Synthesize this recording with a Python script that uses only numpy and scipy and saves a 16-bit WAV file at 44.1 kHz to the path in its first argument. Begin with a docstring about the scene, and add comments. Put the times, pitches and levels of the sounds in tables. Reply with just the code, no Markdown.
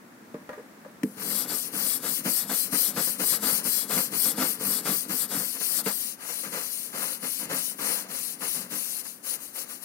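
"""A stiff hand brush, dipped in a steel pot of water, is set down on a van's roof and scrubbed to and fro, outdoors.
Its bristles hiss as many small random flicks; after each turn they judder, and kicks ring the hollow roof's modes.
The pot rings as decaying modes, with plops that climb in pitch. The left microphone hears more of the hiss.
After about six seconds the brush goes round to the roof's corner. A soft, distant rumble of noise lies beneath."""
import sys
import numpy as np
from scipy import signal
from scipy.fft import rfft, irfft, next_fast_len
from scipy.io import wavfile
from scipy.ndimage import uniform_filter1d, map_coordinates

SR = 44100
rng = np.random.default_rng(int(sys.argv[2]) if len(sys.argv) > 2 else 0)


def file_out(sig):
    """Save sig as 16-bit WAV at sys.argv[1]."""
    # one column per channel
    cols = np.atleast_2d(sig).T
    # limit, then scale
    lim = np.clip(cols, -1, 1)
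    pcm = np.round(lim * 32767).astype(np.int16)
    wavfile.write(sys.argv[1], SR, pcm)


N = 433944

# strokes of the brush, pushed away and pulled back in turn:
# start_s, hiss_db (before the swell), speed_up_s, slow_down_s, judder_db (after the turn), judder_length_s
BRUSH_STROKES = [(1.143, -24, 0.093, 0.044, -43.5, 0.38), (1.464, -25, 0.041, 0.04, -37, 0.065),
                 (1.708, -21.5, 0.044, 0.065, -41, 0.14), (2.001, -19.5, 0.095, 0.053, -37, 0.088),
                 (2.228, -19.0, 0.038, 0.075, -33, 0.057), (2.464, -19.0, 0.086, 0.064, -32, 0.056),
                 (2.704, -17.5, 0.026, 0.077, -31, 0.042), (2.934, -19, 0.082, 0.057, -30.5, 0.057),
                 (3.174, -19, 0.031, 0.049, -32.5, 0.047), (3.393, -18.5, 0.071, 0.046, -35, 0.14),
                 (3.628, -18.5, 0.021, 0.085, -35.5, 0.041), (3.868, -20, 0.069, 0.046, -32.5, 0.11),
                 (4.101, -19.5, 0.044, 0.054, -36.5, 0.051), (4.345, -19.5, 0.088, 0.067, -33, 0.11),
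                 (4.579, -21, 0.045, 0.054, -40, 0.17), (4.824, -19.5, 0.087, 0.077, -31, 0.083),
                 (5.074, -22.5, 0.03, 0.041, -35, 0.052), (5.275, -25.5, 0.046, 0.055, -37, 0.13),
                 (5.585, -22, 0.019, 0.032, -38, 0.028), (5.829, -25.5, 0.034, 0.062, -29.5, 0.05),
                 (6.17, -26, 0.15, 0.061, -47, 0.18), (6.491, -29, 0.054, 0.031, -37, 0.11),
                 (6.908, -26, 0.087, 0.042, -39.5, 0.17), (7.196, -27, 0.051, 0.027, -36.5, 0.056),
                 (7.476, -24.5, 0.063, 0.05, -34.5, 0.09), (7.757, -20, 0.12, 0.11, -37.5, 0.22),
                 (8.068, -26.5, 0.079, 0.05, -42.5, 0.1), (8.378, -23.5, 0.084, 0.1, -37, 0.078),
                 (8.688, -27.5, 0.037, 0.0099, -40.5, 0.083), (9.024, -22, 0.033, 0.34, -39.5, 0.017),
                 (9.222, -24, 0.054, 0.04, -49.5, 0.14), (9.384, -19, 0.094, 0.15, -55, 0.05),
                 (9.526, -23, 0.072, 0.04, -45.5, 0.085), (9.66, -24.5, 0.09, 0.067, -46.5, 0.059),
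                 (9.799, -25, 0.073, 0.05, -52.5, 0.05)]
# the brush lands on the roof: start_s, thud_db, bristle_crack_db, bristle_bounce_hz
ROOF_LANDINGS = [(1.033, -17, -24.5, 287), (5.862, -27.5, -26, 450)]
# spectrum of the roof's dense upper modes: frequency_hz, level_db (per Hz, relative)
PANEL_SPECTRUM = [(110, -60), (280, -5.5), (450, 2.5), (560, 2), (720, 0), (1000, 1), (1400, 3),
                  (2000, -2.5), (2450, -7), (3000, -9.5), (4000, -5), (7000, -4.5), (15000, -52)]
# likeness of the brush's sound at the two microphones: frequency_hz, coherence (0 to 1)
BRUSH_COHERENCE = [(300, 0.61), (1400, 0.71), (2500, 0.2), (3500, 0.45), (4300, 0.096), (8000, 0.046)]
CORNER_S = 6.1  # from here on the strokes go round the corner
LAST_TURN_S = 9.95  # end of the last stroke


def amp(db):
    """Decibels to gain."""
    return 10 ** (np.asarray(db) / 20)


def unit(x):
    """x at rms 1."""
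    return x / np.sqrt(np.mean(x ** 2) + 1e-20)


def along(points, hz):
    """Points of frequency and value, read on a log frequency axis."""
    f, v = np.transpose(points)
    return np.interp(np.log(hz + 1), np.log(f + 1), v)


def curve(points):
    """Points of time in seconds and value, as one value per sample."""
    return np.interp(np.arange(N) / SR, *np.transpose(points))


def wobble(rate):
    """A smooth random curve with rate knots a second."""
    knots = rng.standard_normal(int(N * rate / SR) + 4)
    return map_coordinates(knots, [np.arange(N) * rate / SR])


def delayed(x, delay_s):
    """x after a delay that may change with time."""
    return map_coordinates(x, [np.arange(N) - SR * delay_s])


def filtered(x, response):
    """x times a response of frequency."""
    size = x.shape[-1]
    padded = next_fast_len(size + 8192)  # room for the filter's tail
    return irfft(rfft(x, padded) * response(np.fft.rfftfreq(padded, 1 / SR)), padded)[..., :size]


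def coloured(x, points):
    """x shaped by a spectrum of frequency_hz and level_db, at rms 1."""
    return unit(filtered(x, lambda hz: amp(along(points, hz))))


def low_cut(hz, order):
    """A causal high-pass filter."""
    return signal.butter(order, hz, "high", fs=SR, output="sos")


def paired(x, alike):
    """Two unrelated signals mixed into left and right of a given coherence."""
    turn = lambda hz: np.arccos(np.clip(along(alike, hz), -1, 1)) / 2
    mid, side = filtered(x, lambda hz: np.array([np.cos(turn(hz)), np.sin(turn(hz))]))
    return np.array([mid + side, mid - side])


def flicks(rate, spread_db):
    """Randomly timed impulses of uneven size and either sign, rate a second, at rms 1."""
    happens = rng.random(N) < rate / SR
    sign = rng.choice([-1, 1], N)
    size = amp(spread_db * np.clip(rng.standard_normal(N), -2, 2))
    return unit(happens * sign * size)


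def ring(modes, t):
    """Decaying modes after one blow, with peak 1."""
    x = sum(amp(db - 60 * t / t60) * np.sin(2 * np.pi * hz * t) for hz, db, t60 in modes)
    return x / np.abs(x).max()


def add(track, s, sound):
    """Mix a sound into a track at s seconds."""
    part = track[..., round(s * SR):][..., :sound.shape[-1]]
    part += sound[..., :part.shape[-1]]


def outdoors():
    """A soft, distant rumble: steady coloured noise, more alike at the two microphones in the lows."""
    # spectrum of the rumble and air: frequency_hz, level_db (per Hz, relative)
    air_spectrum = [(30, -35), (100, -12.5), (160, -3.5), (220, 5), (290, 3), (370, -3), (700, -8),
                    (1800, -9), (3000, -21), (16000, -24)]
    # likeness at the two microphones: frequency_hz, coherence (0 to 1)
    air_coherence = [(240, 0.88), (500, 0.55), (950, 0)]
    # rumble level, before the slight lean to the left: time_s, level_db
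    rumble_level = [(0, -51), (.4, -49.5), (9.8, -54)]
    rumble = coloured(paired(rng.standard_normal((2, N)), air_coherence), air_spectrum)
    return amp(curve(rumble_level)) * rumble * amp([[.6], [-.6]])


def roof_blow(t, low_hz=142):
    """The hollow roof's answer to one kick, with peak 1; a panel radiates little deep bass."""
    # low modes of the roof: frequency_hz, level_db, t60_s
    roof_modes = [(171.3, -9, 0.18), (204, 1.5, 0.22), (251.6, 2.5, 0.17), (296, 2.5, 0.11),
                  (359, -10, 0.12), (435, -1, 0.13), (506, -14.5, 0.24)]
    x = signal.sosfilt(low_cut(low_hz, order=6), ring(roof_modes, t))
    return x / np.abs(x).max()


def plop(hz, t, bubble_t60=0.062, rise=2.4, onset=0.0035):
    """A bubble breaks loose; its pitch climbs as it nears the surface."""
    tone = np.sin(2 * np.pi * hz * (t + rise * t ** 2 / 2))
    return tone * amp(-60 * t / bubble_t60) * (1 - np.exp(-t / onset))


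def dipping(splash_db=-11.0, splash_t60=0.31, tick_db=-8, tick_t60=0.032):
    """The brush bumps the pot, which passes the knock on to the roof, and plops in the water."""
    # bumps against the pot: start_s, pot_ring_db (before the lean to the left), roof_knock_db
    bumps = [(.343, -37, -31), (.492, -32, -40), (.531, -35.5, -61), (.581, -41, -54), (.848, -41.5, -58)]
    # bubbles around the brush: start_s, level_db, pitch_hz (at the start of the rise)
    bubbles = [(0.344, -23, 440), (.495, -27, 497), (.576, -29, 423), (.591, -28.5, 460),
               (.859, -31.5, 526)]
    # modes of the pot with water in it: frequency_hz, level_db (varied a little per bump), t60_s
    pot_modes = [(598, 2.5, 0.22), (983, -0.5, 0.14), (1207, -4, 0.16), (1690, -6, 0.16), (1860, -5, 0.12)]
    splash_spectrum = [(200, -32), (500, 3), (1800, 0), (3200, -19), (12000, -26)]  # Hz, dB
    out, t = np.zeros((2, N)), np.arange(SR // 3) / SR
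    for s, pot_db, knock_db in bumps:
        pot = ring([(hz, db + rng.normal(0, 2), t60) for hz, db, t60 in pot_modes], t)
        splash = coloured(rng.standard_normal((2, len(t))), splash_spectrum)
        decay = amp(splash_db - 60 * t / splash_t60) + amp(tick_db - 60 * t / tick_t60)
        steel = (pot + splash * decay) * amp([[1.5], [-1.5]])
        add(out, s, amp(knock_db) * roof_blow(t) + amp(pot_db) * steel)
    for s, db, hz in bubbles:
        add(out, s, amp(db) * plop(hz, t))
    return out


def landing(crack_t60=0.027, push_s=0.017, press_s=0.0022):
    """The brush drops onto the roof: a crack of bristles and a compact, hollow thud."""
    crack_spectrum = [(300, -5), (2000, 5), (3300, -4), (5000, -5.5), (15000, -8.0)]  # Hz, dB
    out, t = np.zeros((2, N)), np.arange(SR // 3) / SR
    for s, thud_db, crack_db, push_hz in ROOF_LANDINGS:
        # the springy bristles shake the panel briefly at their own bounce rate, while its modes ring on
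        push = np.sin(2 * np.pi * push_hz * t) * np.exp(-np.square(t / push_s) ** 2)
        pressed = (push + roof_blow(t)) * (1 - np.exp(-t / press_s))
        thud = signal.sosfilt(low_cut(140, order=2), pressed)
        crack = coloured(rng.standard_normal((2, len(t))), crack_spectrum) * amp([[0], [-9]])
        add(out, s, amp(thud_db) * thud + amp(crack_db - 60 * t / crack_t60) * crack)
    return out


def strokes():
    """For each sample: the stroke's number, the time since its turn and the time until the next."""
    t = np.arange(N) / SR
    turns = np.append(np.transpose(BRUSH_STROKES)[0], LAST_TURN_S)
    k = np.clip(np.searchsorted(turns, t) - 1, 0, len(BRUSH_STROKES) - 1)
    return k, np.maximum(t - turns[k], 0), np.maximum(turns[k + 1] - t, 0)


def place(reach=0.98):
    """The brush's way over the roof: a push carries it reach places from the edge, a pull brings it back."""
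    # where the brush is with the arm drawn in: time_s, place (0 top, 1 edge, 2 corner)
    drawn_in = [(5.3, 1.36), (6.1, 1.7), (6.6, 1.4), (7.1, 1.47)]
    stroke, since, until = strokes()
    extension = (1 - np.cos(np.pi * (stroke + since / (since + until)))) / 2
    before_corner = np.transpose(BRUSH_STROKES)[0][stroke] < CORNER_S
    return np.minimum(curve(drawn_in), 2) - reach * extension * before_corner


def settling(resting=0.33, settle_s=0.07):
    """Share of the hand's weight on the brush: none until it lands, then growing into the first stroke."""
    t = np.arange(N) / SR
    return np.clip((t - BRUSH_STROKES[0][0]) / settle_s, resting, 1) * (t > ROOF_LANDINGS[0][0])


def sliding(power=1.44, push_swell_db=8.5, pull_swell_db=-4, corner_swell_db=-3.5):
    """Strength of the friction: the hand speeds up after each turn and brakes before the next."""
    # hiss that remains at a turn, higher where the hand loops round: time_s, level_db (re stroke)
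    looping = [(1.46, -14), (1.7, -20), (5.2, -19.5), (5.55, -8.5), (6.17, -25), (6.48, -7), (7.76, -24),
               (9.03, -18), (9.2, -26.5), (9.8, -19)]
    t = np.arange(N) / SR
    start, hiss_db, speed_up, slow_down = np.transpose(BRUSH_STROKES)[:4]
    k, since, until = strokes()
    speed = np.tanh(since / speed_up[k]) * np.tanh(until / slow_down[k])
    # the arm leans into a push and eases off in a pull; round the corner both directions fade
    to_and_fro_db = np.take((push_swell_db, pull_swell_db), k % 2)
    swell_db = np.where(start[k] < CORNER_S, to_and_fro_db, corner_swell_db)
    pressure = amp(hiss_db[k] + swell_db * (since / (since + until) - .5))
    # some bristles keep moving even while the hand turns
    turning = amp(np.interp(t, start, hiss_db) + curve(looping))
    return settling() * np.hypot(pressure * speed ** power, turning)


def rippled(x, first_s=.0011, longer=1.55, drift_s=.00005, echo_db=-13.0):
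    """Add four weak echoes with randomly drifting delays, so uneven ripples move in the hiss."""
    echoes = 0
    for k in range(4):
        echoes = echoes + np.array([delayed(channel, first_s * longer ** k + drift_s * wobble(3))
                                    for channel in x])
    return x + amp(echo_db) * echoes


def patchy(x, depth_db, width_hz=1100, length_s=.025):
    """Random patches of gain in time and frequency, rms 1: the hiss is slightly uneven."""
    hz, t, z = signal.stft(x, SR, nperseg=256)
    knots = rng.standard_normal((int(hz[-1] / width_hz) + 4, int(t[-1] / length_s) + 4))
    field = map_coordinates(knots, np.meshgrid(hz / width_hz, t / length_s, indexing="ij"))
    return unit(signal.istft(z * amp(depth_db * field), nperseg=256)[1][:N])


def bristles(friction, far_db=-15, uneven_db=0.33, patch_db=1.48):
    """Thousands of bristle tips flick over the wet paint; the colour follows the brush's place on the roof."""
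    # bristle hiss: frequency_hz, left_from_top_db, left_from_edge_db, left_from_corner_db,
    # right_shaded_db (all relative within their column)
    hiss_spectra = [(900.0, -28, -34.5, -58, -35.5), (2130, -9.5, -16.5, -8, -20.0),
                    (2730, -33, -18, -6.5, -20), (3340, -10.5, -10, -9.5, -8.5),
                    (3820, -3.5, -9.5, -1.5, -11), (4780, -1.0, -1.5, -5.5, -18.5),
                    (6700, -7.5, -7, 1, -17), (7000.0, -8, -8.5, -4, -22), (7620, 2.5, 0, -2.5, -18.5),
                    (8130, 0, -1, -14.5, -17.0), (8890, 3.5, 5, 1, -14.5), (9960, -2, 2.5, 8.5, -19.5),
                    (10760, 0.0, -1.0, 7.5, -16), (11470, 8, 4.5, -7.5, -19), (13040, -1, 5, 2.5, -17),
                    (13800, -8.5, 0, -6.5, -14.5), (14800.0, -7, 4.5, -5, -20.5),
                    (15700.0, -7.5, -2.0, -8, -15.5)]
    hz, *near_spectra, far_spectrum = np.transpose(hiss_spectra)
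    tips = np.array([flicks(rate=9000, spread_db=1.5) for _ in range(2)])
    left, right = rippled(paired(tips, BRUSH_COHERENCE))
    where = place()
    near = 0
    for k, db in enumerate(near_spectra):  # cross-fade between top, edge and corner
        near = near + np.maximum(1 - abs(where - k), 0) * coloured(left, np.c_[hz, db])
    far = coloured(right, np.c_[hz, far_spectrum])
    grip = amp(uneven_db * wobble(17))  # whole tufts catch and let go together
    return friction * grip * np.array([patchy(near, patch_db), amp(far_db) * patchy(far, patch_db)])


def judder(friction, grab_s=0.01, rub_db=-23.5, rub_s=0.042):
    """Strength of rattle and drumming: a little from all sliding, more when bristles flip, brake or catch."""
    # how freely the roof drums beneath the brush; the corner and its pillar are stiff: time_s, gain_db
    hollow_gain = [(5.4, 1), (5.57, -5), (5.85, -0.5), (6.25, -29), (6.45, -1), (7.05, -8), (7.45, -0.5),
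                   (8.0, -6), (8.75, 1), (9.1, -20)]
    # the bristles catch during a stroke: start_s, judder_db, length_s
    catches = [(3.065, -34.5, 0.029), (3.316, -33, 0.036), (3.95, -29, 0.045), (4.243, -37.5, 0.066),
               (4.408, -31.5, 0.042), (5.549, -38.5, 0.027), (6.28, -39.5, 0.046), (6.431, -40, 0.066),
               (7.006, -40, 0.091), (7.387, -43, 0.11), (8.539, -43.5, 0.12)]
    # push, pull: delay before the stuck bristles flip (s), drumming over rattle (dB), steady chatter (dB)
    flip_s, flip_drum_db, chatter_db = (0.017, 0.026), (0.5, -2), (-27.5, -31)
    # braking judder: time before the turn (s), level re friction (dB), length (s)
    brake_s, brake_db, brake_length_s = 0.059, -25.5, 0.11
    brake_drum_db, chatter_drum_db = -1.5, -5  # drumming over rattle: braking or catching, and sliding
    stroke, since, until = strokes()
    t = np.arange(SR) / SR
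    bursts = [(*catch, brake_drum_db) for catch in catches]
    for k, (s, *_, db, length) in enumerate(BRUSH_STROKES):
        bursts.append((s + flip_s[k % 2], db, length, flip_drum_db[k % 2]))
    for turn_s, *_ in BRUSH_STROKES[1:]:
        s = turn_s - brake_s
        db = 20 * np.log10(friction[round(s * SR)]) + brake_db
        bursts.append((s, db, brake_length_s, brake_drum_db))
    chatter = amp(np.take(chatter_db, stroke % 2)) * friction
    power = np.outer(amp([0, chatter_drum_db]), chatter) ** 2  # rows: rattle, drumming
    for s, db, length, drum_db in bursts:
        burst = (1 - np.exp(-t / grab_s)) * np.exp(-(t / length) ** 2)
        add(power, s, np.outer(amp([db, db + drum_db]), burst) ** 2)
    # around each turn the stuck bristles rub the roof with a low sound
    effort = uniform_filter1d(friction, SR // 2)
    near_turn = np.exp(-(np.minimum(since, until) / rub_s) ** 2)
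    power[1] += (amp(rub_db) * effort * near_turn) ** 2
    rattle, drum = np.sqrt(power * settling())
    return rattle, drum * amp(curve(hollow_gain))


def roof(rattle, drum, rattle_db=2, panel_t60=0.058, direct=0.35, rasp_hz=2300, rasp_q=2.5, rasp_db=1.0,
         bend_s=0.00416):
    """Tufts stick and slip; their kicks rattle the panel and drum its low modes."""
    # shade of the rattle at the right microphone: frequency_hz, gain_db
    right_shade = [(700, 0), (1400, -1.5), (2200, -3.5), (3500, 3), (6000, -13.5)]
    t = np.arange(SR // 5) / SR
    panel = np.zeros((2, N))
    for _ in range(5):  # every spot under the brush stirs the dense modes differently
        answer = rng.standard_normal((2, len(t))) * amp(-60 * t / panel_t60)
        answer /= np.linalg.norm(answer, axis=1, keepdims=True)
        answer[0, 0] += direct  # each kick is heard before the panel rings on
        kicks = flicks(rate=250, spread_db=3.0)[None]
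        panel += signal.oaconvolve(kicks, answer, axes=1)[:, :N]
    left, right = coloured(paired(panel, BRUSH_COHERENCE), PANEL_SPECTRUM)
    # the rasp, fixed near 2300 Hz, grows louder from the top towards the corner
    rasp = amp(rasp_db) * place() * signal.lfilter(*signal.iirpeak(rasp_hz, rasp_q, fs=SR), left)
    shaded = filtered(right, lambda hz: amp(along(right_shade, hz)))
    panel = np.array([left + rasp, shaded])
    drumming = signal.oaconvolve(flicks(rate=400, spread_db=3), roof_blow(t))[:N]
    # the hand's shifting weight bends the low modes in pitch, as a swing of delay
    hollow = unit(delayed(drumming, bend_s * wobble(4)))
    return amp(rattle_db) * rattle * panel + drum * hollow * amp([[.4], [-.4]])


def knocking(clack_db=-9, clack_t60=0.069):
    """In some turns the tufts flip all at once and knock the roof: its low modes and a short clack."""
    # knocks: start_s, level_db
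    knocks = [(2.258, -35), (2.734, -32), (3.203, -29.5), (4.382, -27.5), (4.609, -31), (4.857, -35)]
    out, t = np.zeros((2, N)), np.arange(SR // 3) / SR
    for s, db in knocks:
        noise = paired(rng.standard_normal((2, len(t))), BRUSH_COHERENCE)
        clack = coloured(noise, PANEL_SPECTRUM) * amp(clack_db - 60 * t / clack_t60)
        add(out, s, amp(db) * (roof_blow(t) + clack))
    return out


def from_brush(x, shared_hz=3510, width_hz=360):
    """Sound reaches the right microphone later as the brush nears the corner; both hear one narrow band alike."""
    # extra delay to the right microphone: place (0 top, 1 edge, 2 corner), delay_s
    right_lag = [(0, 0.000004), (0.5, 0.000054), (1, 0.00013), (2, 0.00014)]
    band = lambda hz: np.exp(-np.square((hz - shared_hz) / width_hz) ** 2)
    left, right = x + filtered(x.mean(axis=0) - x, band)
    return np.array([left, delayed(right, np.interp(place(), *np.transpose(right_lag)))])


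def scene(snap_db=-3):
    """Pot, brush and roof in the open air."""
    friction = sliding()
    rattle, drum = judder(friction)
    scratch = np.hypot(friction, amp(snap_db) * rattle)  # chattering bristles also snap and hiss
    brush = landing() + bristles(scratch) + roof(rattle, drum) + knocking()
    return outdoors() + dipping() + from_brush(brush)


def record(dry, top_hz=15800):
    """The microphone channel passes nothing above its band limit."""
    return filtered(dry, lambda hz: hz < top_hz)


dry = scene()
out = record(dry)
file_out(out)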